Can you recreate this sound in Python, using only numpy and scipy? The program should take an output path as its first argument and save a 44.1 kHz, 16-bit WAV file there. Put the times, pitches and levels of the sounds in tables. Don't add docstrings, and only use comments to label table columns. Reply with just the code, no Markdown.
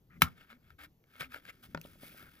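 import sys
import numpy as np
from scipy import signal
from scipy.fft import rfft, irfft
from scipy.io import wavfile
from scipy.ndimage import uniform_filter1d

SR = 44100
rng = np.random.default_rng(int(sys.argv[2]) if len(sys.argv) > 2 else 0)


def decibels_to_gain(level_db):
    exponent = np.asarray(level_db, float) / 20
    return 10 ** exponent


def output_pcm(signal):
    pcm = np.clip(np.atleast_2d(signal).T, -1, 1) * 32767
    wavfile.write(sys.argv[1], SR, np.round(pcm).astype(np.int16))


N = 105840
EDGE_S = 0.008


def evened(x):
    return x / np.sqrt(np.mean(x ** 2) + 1e-20)


def read(points, hz):
    f, value = np.transpose(points)
    return np.interp(np.log(hz + 1), np.log(f + 1), value)


def add(mix, start_s, sound):
    part = mix[round(start_s * SR):][:len(sound)]
    part += sound[:len(part)]


def colour(x, points):
    gain = decibels_to_gain(read(points, np.fft.rfftfreq(len(x), 1 / SR)))
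    return irfft(rfft(x) * gain, len(x))


def resonate(x, hz, width):
    r = np.exp(-np.pi * width / SR)
    return signal.lfilter([1 - r, 0, r - 1], [1, -2 * r * np.cos(2 * np.pi * hz / SR), r * r], x)


def ring(hz, db, t60, t):
    return decibels_to_gain(db - 60 * t / t60) * np.sin(2 * np.pi * hz * t)


# (frequency [Hz], correlation)
PORT_LIKENESS = [(100, .99), (1000, .8), (5000, .85), (7000, 1.0)]


def air(points, patchy_db):
    frames, hz = N // 256 + 5, np.fft.rfftfreq(1024, 1 / SR)
    a, b, c, d, patches = rng.standard_normal((frames, 513, 5)).T
    patches = evened(uniform_filter1d(uniform_filter1d(patches, 10, 0), 12, 1))
    same = np.clip(read(PORT_LIKENESS, hz), -1, 1)[:, None]
    left = a + 1j * b
    right = same * left + np.sqrt(1 - same ** 2) * (c + 1j * d)
    spectra = np.array([left, right]) * decibels_to_gain(read(points, hz)[:, None] + patchy_db * patches)
    return evened(signal.istft(spectra, nperseg=1024, noverlap=768)[1][:, :N])


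# (frequency [Hz], level [dB per Hz])
ROOM_AIR = [(18, -23.5), (30, -6), (145, -1), (221, -17.5), (374, -15.5), (702, -27.5), (9220, -41),
            (13700, -31.5), (16000, -43)]


def room_air():
    return decibels_to_gain(-69.5) * air(ROOM_AIR, patchy_db=2.2)


# (time [s], level [dB])
RUMBLE_LEVEL = [(0, -74), (.06, -78.5), (.17, -64), (.6, -77), (.75, -75.5), (1.03, -75), (1.25, -74.5),
                (1.801, -62.5), (2.15, -63), (2.4, -71.5)]
# (frequency [Hz], level [dB])
RUMBLE_SPECTRUM = [(25, -17.5), (60, -1.5), (120, -8.5), (250, -5), (450, -16.5), (900, -37.5)]


def handling_rumble():
    level_db = np.interp(np.arange(N) / SR, *np.transpose(RUMBLE_LEVEL))
    return decibels_to_gain(level_db) * air(RUMBLE_SPECTRUM, patchy_db=2.6)


# (frequency [Hz], width [Hz], level [dB])
CASE_RESONANCES = [(550, 280, -13), (946, 160, -11), (1297, 200, -0.5), (1604, 340, -1), (1827, 120, -0.5),
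                   (2228, 150, -2.5), (2680, 210, -7), (3340, 570, -10), (5080, 410, -17),
                   (7000, 650, -18.5)]


def case(x, widen=1):
    modes = enumerate(CASE_RESONANCES)
    return sum((-1) ** k * decibels_to_gain(db) * resonate(x, hz, width * widen) for k, (hz, width, db) in modes)


# (frequency [Hz], level [dB])
CONTACT_HISS = [(3000, -31), (6000, -6), (8500, -0.5), (10600, 3.5), (12500, -8), (14200, 2.5), (16000, -5)]


def contact_hiss(x):
    return evened(colour(x, CONTACT_HISS))


# (start [s], length [s], level [dB], treble [dB], peak [share of length])
SCRAPE_STROKES = [(.095, 0.086, -69.5, -19, 0.5), (0.205, 0.13, -49, 0, .05),
                  (0.318, 0.17, -60, -1.5, 0.49), (0.463, 0.1085, -56, -4.5, 0.45),
                  (0.543, 0.21, -69, 0.5, 0.85), (0.778, 0.071, -54, -4.5, 0.17),
                  (0.791, 0.082, -52.5, 2, 0.644), (1.057, .18, -60, 2, 0.78),
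                  (1.19, 0.094, -46, 1.5, 0.15), (1.285, 0.13, -51, 1.5, 0.424),
                  (1.399, 0.12, -55.5, 2.5, 0.848), (1.484, 0.3, -72.5, 5.5, 0.16),
                  (1.619, 0.0637, -59, 10.5, 0.29), (1.643, 0.13, -72, 6.5, 0.53),
                  (1.762, 0.46, -66.5, 10.5, 0.165), (1.985, 0.22, -60.5, 14, 0.21),
                  (2.096, 0.23, -59, 7, 0.476), (2.248, 0.41, -67.5, 7, 0.21)]


def scrapes():
    grit_per_s, spread_db, judder_db = 9000, 2.5, 2.2
    sag_db, hiss_db = -24.5, -9
    upper_hz, upper_share = 2850, 0.54
    t = np.arange(N) / SR
    grit = decibels_to_gain(spread_db * np.minimum(rng.exponential(1, N), 5)) * (rng.random(N) < grit_per_s / SR)
    grit *= rng.choice([-1, 1], N)
    judder = evened(uniform_filter1d(rng.standard_normal(N), 220))
    grit = evened(grit * decibels_to_gain(judder_db * judder))
    body, upper, hiss = np.zeros((3, N))
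    for start, length, db, treble_db, peak in SCRAPE_STROKES:
        u, peak = (t - start) / length, np.clip(peak, .03, .97)
        away = np.where(u < peak, 1 - u / peak, (u - peak) / (1 - peak))
        edges = np.clip(np.minimum(t - start, start + length - t) / EDGE_S, 0, 1)
        push = edges * decibels_to_gain(db + sag_db * np.clip(away, 0, 1) ** 1.41)
        body += push
        upper += push * decibels_to_gain(upper_share * treble_db)
        hiss += push * decibels_to_gain(treble_db)
    lowpass = signal.butter(3, upper_hz, fs=SR, output="sos")
    low_body = signal.sosfiltfilt(lowpass, grit * body)
    high_upper = grit * upper - signal.sosfiltfilt(lowpass, grit * upper)
    through_shell = case(low_body + high_upper) / np.std(case(grit))
    return through_shell + decibels_to_gain(hiss_db) * hiss * contact_hiss(grit)


# (start [s], length [s], level [dB], from [Hz], to [Hz])
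EVEN_RUBS = [(.1, 0.081, -69.5, 1850, 1980), (0.106, .072, -74, 2250, 2180),
             (0.097, 0.084, -71.5, 1300, 1383), (0.231, 0.05, -47, 1500, 1250),
             (1.198, 0.01, -48.5, 3270, 3100), (1.235, 0.017, -51, 2220, 2450),
             (1.478, 0.031, -52.5, 2130, 2300), (1.48, 0.011, -69, 3700, 3590),
             (1.836, 0.016, -60, 3200, 3450), (2.023, 0.11, -64.5, 2110, 2300),
             (2.164, .13, -64, 1500, 1440), (2.171, 0.12, -70.5, 2230, 2080),
             (2.162, .08, -69.5, 12800, 13400)]


def rubs():
    width_share = .28
    out = np.zeros(N)
    noises = rng.standard_normal((len(EVEN_RUBS), 8000))
    for (start, length, db, from_hz, to_hz), noise in zip(EVEN_RUBS, noises):
        t = np.arange(0, min(length, .18), 1 / SR)
        slide_hz = from_hz + (to_hz - from_hz) * t / length
        turn = np.exp(2j * np.pi * np.cumsum(slide_hz) / SR)
        r = np.exp(-np.pi * width_share * from_hz / SR)
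        band = (turn * signal.lfilter([1], np.poly([r, r]), noise[:len(t)] / turn)).real
        edges = np.clip(np.minimum(t, length - t) / EDGE_S * 2, 0, 1)
        add(out, start, decibels_to_gain(db) * evened(band) * edges)
    return out


# (middle [s], length [s], level [dB], pitch [Hz])
BENCH_GROANS = [
    (.16, 0.08, -59, 172.7),
    (0.539, 0.054, -58, 232.5),
    (0.834, 0.077, -64.5, 307.2),
    (1.283, 0.19, -61.5, 250.3),
    (1.619, 0.15, -68, 245.7),
]


def groans():
    fade_db, waver = -24, .05
    t = np.arange(N) / SR
    wander = evened(uniform_filter1d(uniform_filter1d(rng.standard_normal(N), 900), 900))
    turns = np.cumsum(1 + waver * wander) / SR
    out = np.zeros(N)
    for middle, length, db, hz in BENCH_GROANS:
        swell = decibels_to_gain(db + fade_db * ((t - middle) / length) ** 2)
        out += swell * np.sin(2 * np.pi * hz * turns)
    return out


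# (frequency [Hz], level [dB], t60 [s])
SHELL_MODES = [(590, -14, 0.0098), (910, -17.5, 0.02), (1332, -3.5, 0.022), (1605, -4, 0.018),
               (1850, -13, 0.014), (2765, -10, 0.019), (3016, -8.5, 0.016), (3960, -11, 0.012),
               (5010, -17, .014), (5930, -24, .014), (7740, -24.5, 0.03), (11800, -23, 0.008),
               (13330, -17, 0.0092)]


def snap():
    snap_s, blow_lag_s, blow_ms, blow_db = .2191, .00065, .5, -6
    buzz_hz, buzz_s, buzz_db = 2215, .0036, -16
    shell_db, crack_db, crack_t60 = -8, -20.5, 0.075
    crack_hold_s, loose_db = 0.0043, -6
    t, out = np.arange(6000) / SR, np.zeros(N)
    add(out, snap_s, np.minimum(t / 0.00026, 1) * ring(10600, -9, .006, t))
    u = np.minimum(t * 1000 / blow_ms, 1)
    blow = decibels_to_gain(blow_db) * np.sin(2 * np.pi * u)
    buzz_swell = np.sin(np.pi * np.clip(t / buzz_s, 0, 1)) ** 1.3
    buzz = decibels_to_gain(buzz_db) * np.sin(2 * np.pi * buzz_hz * t) * buzz_swell
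    modes = enumerate(SHELL_MODES)
    shell = u ** 2 * sum((-1) ** k * ring(hz, db + shell_db, t60, t) for k, (hz, db, t60) in modes)
    rattle_db = np.where(t < crack_hold_s, 0, loose_db - 60 * t / crack_t60)
    crack = decibels_to_gain(crack_db + rattle_db) * rng.standard_normal(len(t))
    add(out, snap_s + blow_lag_s, blow + buzz + shell + crack)
    return out


# (time [s], level [dB], decay [s])
CONTACT_SPITS = [
    (.2192, -27, .0028),
    (1.7468, -57, .002),
    (1.8142, -53, .0014),
]


def spits():
    t, out = np.arange(1200) / SR, np.zeros((2, N))
    band = signal.butter(3, (7400, 10400), "band", fs=SR, output="sos")
    noises = rng.standard_normal((len(CONTACT_SPITS), 2, 1200))
    for (s, db, decay), noise in zip(CONTACT_SPITS, noises):
        thin = signal.sosfilt(band, noise * np.exp(-t / decay))
        for port in range(2):
            add(out[port], s, decibels_to_gain(db) * thin[port])
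    return out


THUMP_TIMES = [
    .2225,
    .224,
    .225,
    .241,
    .71,
    .8,
    1.208,
    1.23,
    1.7495,
    1.762,
]
# (frequency [Hz], peak [dB], t60 [s])
THUMP_TONES = [(164.5, -18, 0.057), (244, -33, 0.12), (78, -26, 0.1), (109, -27.5, 0.056),
               (78.7, -49.5, 0.13), (71.34, -55.5, 0.2), (152.5, -38.5, 0.055), (66, -56, 0.41),
               (158.7, -39.5, 0.21), (93.8, -47.5, 0.11)]


def thumps():
    t, out = np.arange(12000) / SR, np.zeros(N)
    for s, (hz, db, t60) in zip(THUMP_TIMES, THUMP_TONES):
        add(out, s, np.minimum(t * hz, 1) * ring(hz, db, t60, t))
    return out


# (time [s], peak [dB], treble [dB], thud [dB], ring [Hz])
BLADE_TICKS = [(0.2706, -46, -19.5, -25, 1300), (0.4099, -49.5, -8.5, -9, 2830),
               (0.5025, -47.5, -7.5, -14.5, 1333), (0.5287, -44.5, -14, -10, 1300),
               (0.7042, -45.5, -6, -23, 1400), (0.7901, -50.5, -4, -26, 1403),
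               (1.0395, -59.5, -11.5, -23, 2230), (1.1553, -48, -19, -9, 1340),
               (1.2072, -33.5, 2, -11.5, 1430), (1.208, -28.5, -7, -14, 2340),
               (1.2115, -30, -6.5, -34, 1510), (1.2147, -37, 2, -9, 1510), (1.2194, -32, -23, -23, 1965),
               (1.2285, -38.5, -18.5, -4, 2250), (1.3214, -46.5, -21, -27, 2460),
               (1.332, -55, -16, -22, 1540), (1.3439, -30.5, -10, -16, 1550), (1.3472, -49, -15, -33, 2200),
               (1.361, -40.5, -11, -2.5, 1520), (1.368, -43, -16, -20, 1600), (1.384, -52, -8, -3, 3190),
               (1.4526, -43, -12, -40, 1600), (1.4825, -50, -14, -24, 2320),
               (1.4880, -42.5, -8.5, -8, 1560), (1.4948, -41.5, -10, -19, 2120),
               (1.5007, -39, -16, -21, 2160), (1.5045, -55, -12, -6, 2300), (1.6325, -52, -10, -16, 1522)]


def ticks():
    rise_s, decay_s, widen = .0004, 0.00059, 1.2
    ring_db, ring_t60 = 3, 0.012
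    t, out = np.arange(1500) / SR, np.zeros(N)
    rise = np.minimum(t / rise_s, 1)
    shape = rise * np.exp(-t / decay_s)
    noises = rng.standard_normal((len(BLADE_TICKS), 1500))
    for (s, db, treble_db, thud_db, hz), noise in zip(BLADE_TICKS, noises):
        body = case(noise * shape, widen)
        body = body / abs(body).max() + rise * ring(hz, ring_db, ring_t60, t)
        fizz = decibels_to_gain(treble_db) * contact_hiss(noise) * shape
        thud = ring(550, thud_db, 0.015, t)
        add(out, s, decibels_to_gain(db) * (body / abs(body).max() + fizz + thud))
    return out


# (time [s], peak [dB], hardness [dB per octave])
MAT_KNOCKS = [
    (1.7475, -23.5, 0.5),
    (1.7748, -35.5, 1.4),
    (1.851, -39.5, -16),
    (1.956, -51.5, -12.5),
    (2.033, -40, -19),
    (2.146, -48.5, -21),
    (2.227, -51.5, -19),
    (2.269, -54.5, -27),
]
# (frequency [Hz], level [dB], t60 [s])
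MAT_MODES = [(262, -2, 0.0284), (402, -4, 0.021), (551.6, -1.5, 0.0252), (925, -2, 0.024),
             (1448, 5, 0.0148), (1730, -2.5, 0.014), (2130, -6, 0.015), (2540, -9, 0.014),
             (3450, -11.5, 0.009), (5050, -15, 0.012), (7170, -25, 0.013)]


def knocks():
    rise_s, scatter, slap_db, slap_s = .0008, .008, -12.5, 0.00085
    t, out = np.arange(4000) / SR, np.zeros(N)
    noises = rng.standard_normal((len(MAT_KNOCKS), 4000))
    for (s, db, hard_db), noise in zip(MAT_KNOCKS, noises):
        hit = np.zeros(len(t))
        for detune, (hz, mode_db, t60) in zip(noise, MAT_MODES):
            treble_db = hard_db * max(np.log2(hz / 600), 0)
            hit += ring(hz * (1 + scatter * detune), mode_db + treble_db, t60, t)
        hit *= np.minimum(t / rise_s, 1)
        dull = uniform_filter1d(uniform_filter1d(noise, size=4), size=4)
        slap = decibels_to_gain(slap_db + 7.5 * hard_db) * dull * np.exp(-t / slap_s)
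        add(out, s, decibels_to_gain(db) * (hit / abs(hit).max() + slap))
    return out


# (frequency [Hz], level [dB], t60 [s])
FLICK_MODES = [(2640, -4.5, 0.0098), (5400, -3, 0.0046), (6060, -7.5, 0.0077), (10600, -9, .007)]


def flick():
    t, out = np.arange(1500) / SR, np.zeros(N)
    click = np.diff(rng.standard_normal(len(t) + 1)) * np.exp(-t / 0.00083)
    rings = sum(ring(*mode, t) for mode in FLICK_MODES)
    add(out, 1.8140, decibels_to_gain(-37.5) * np.minimum(t / 0.00057, 1) * (click + rings))
    return out


# (frequency [Hz], t60 [s])
ROOM_DECAY = [(200, 0.28), (1500, 0.1), (5000, 0.09), (14000, .1)]


def room(x):
    wide_hz = 5000
    taps = np.zeros((2, SR // 2))
    spots = np.arange(100, SR // 2 - 20, 20)
    at = spots + rng.integers(0, 20, (2, len(spots)))
    np.put_along_axis(taps, at, rng.choice([-1., 1.], at.shape), 1)
    hz, t, z = signal.stft(taps, SR, nperseg=256)
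    tail = signal.istft(z * decibels_to_gain(-60 * t / read(ROOM_DECAY, hz)[:, None]), SR, nperseg=256)[1]
    lowpass = signal.butter(6, wide_hz, fs=SR, output="sos")
    tail = tail[0] + signal.sosfilt(lowpass, tail - tail[0])
    return signal.fftconvolve(x[None], tail / np.linalg.norm(tail[0]), axes=1)[:, :N]


def scene():
    near = scrapes() + rubs() + ticks() + snap() + thumps() + knocks() + flick() + groans()
    return near + decibels_to_gain(-16) * room(near) + room_air() + handling_rumble() + spits()


# (frequency [Hz], lead [rad])
PORT_LEAD = [(100, .12), (1200, 1.3), (1800, 1.6), (3300, 1.6), (4500, 1.1), (5400, 1.5), (6600, -1.2),
             (8000, -2.8), (9900, -3.6), (11800, -5.4), (13000, -6.0), (16000, -6.9)]
# (frequency [Hz], difference [dB])
PORT_TILT = [(60, 1), (170, 2.5), (350, 0), (1400, 5), (3000, 2), (5500, 3.5), (7500, -.6), (15000, -1)]
# (frequency [Hz], level [dB])
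MIC_TOP = [(15200, 0.5), (15800, -16), (16800, -16.5)]


def microphone(dry):
    hz, side = np.fft.rfftfreq(N, 1 / SR), np.array([[.5], [-.5]])
    f, lead = np.transpose(PORT_LEAD)
    phase = np.exp(1j * side * np.interp(hz, f, lead))
    level = decibels_to_gain(side * read(PORT_TILT, hz) + read(MIC_TOP, hz))
    return irfft(rfft(dry) * phase * level * (hz < 16800), N)


def top_cut(x):
    return signal.sosfilt(signal.butter(12, 16810, fs=SR, output="sos"), x)


def record(dry):
    mix = microphone(dry)
    return top_cut(mix)


dry = scene()
out = record(dry)
output_pcm(out)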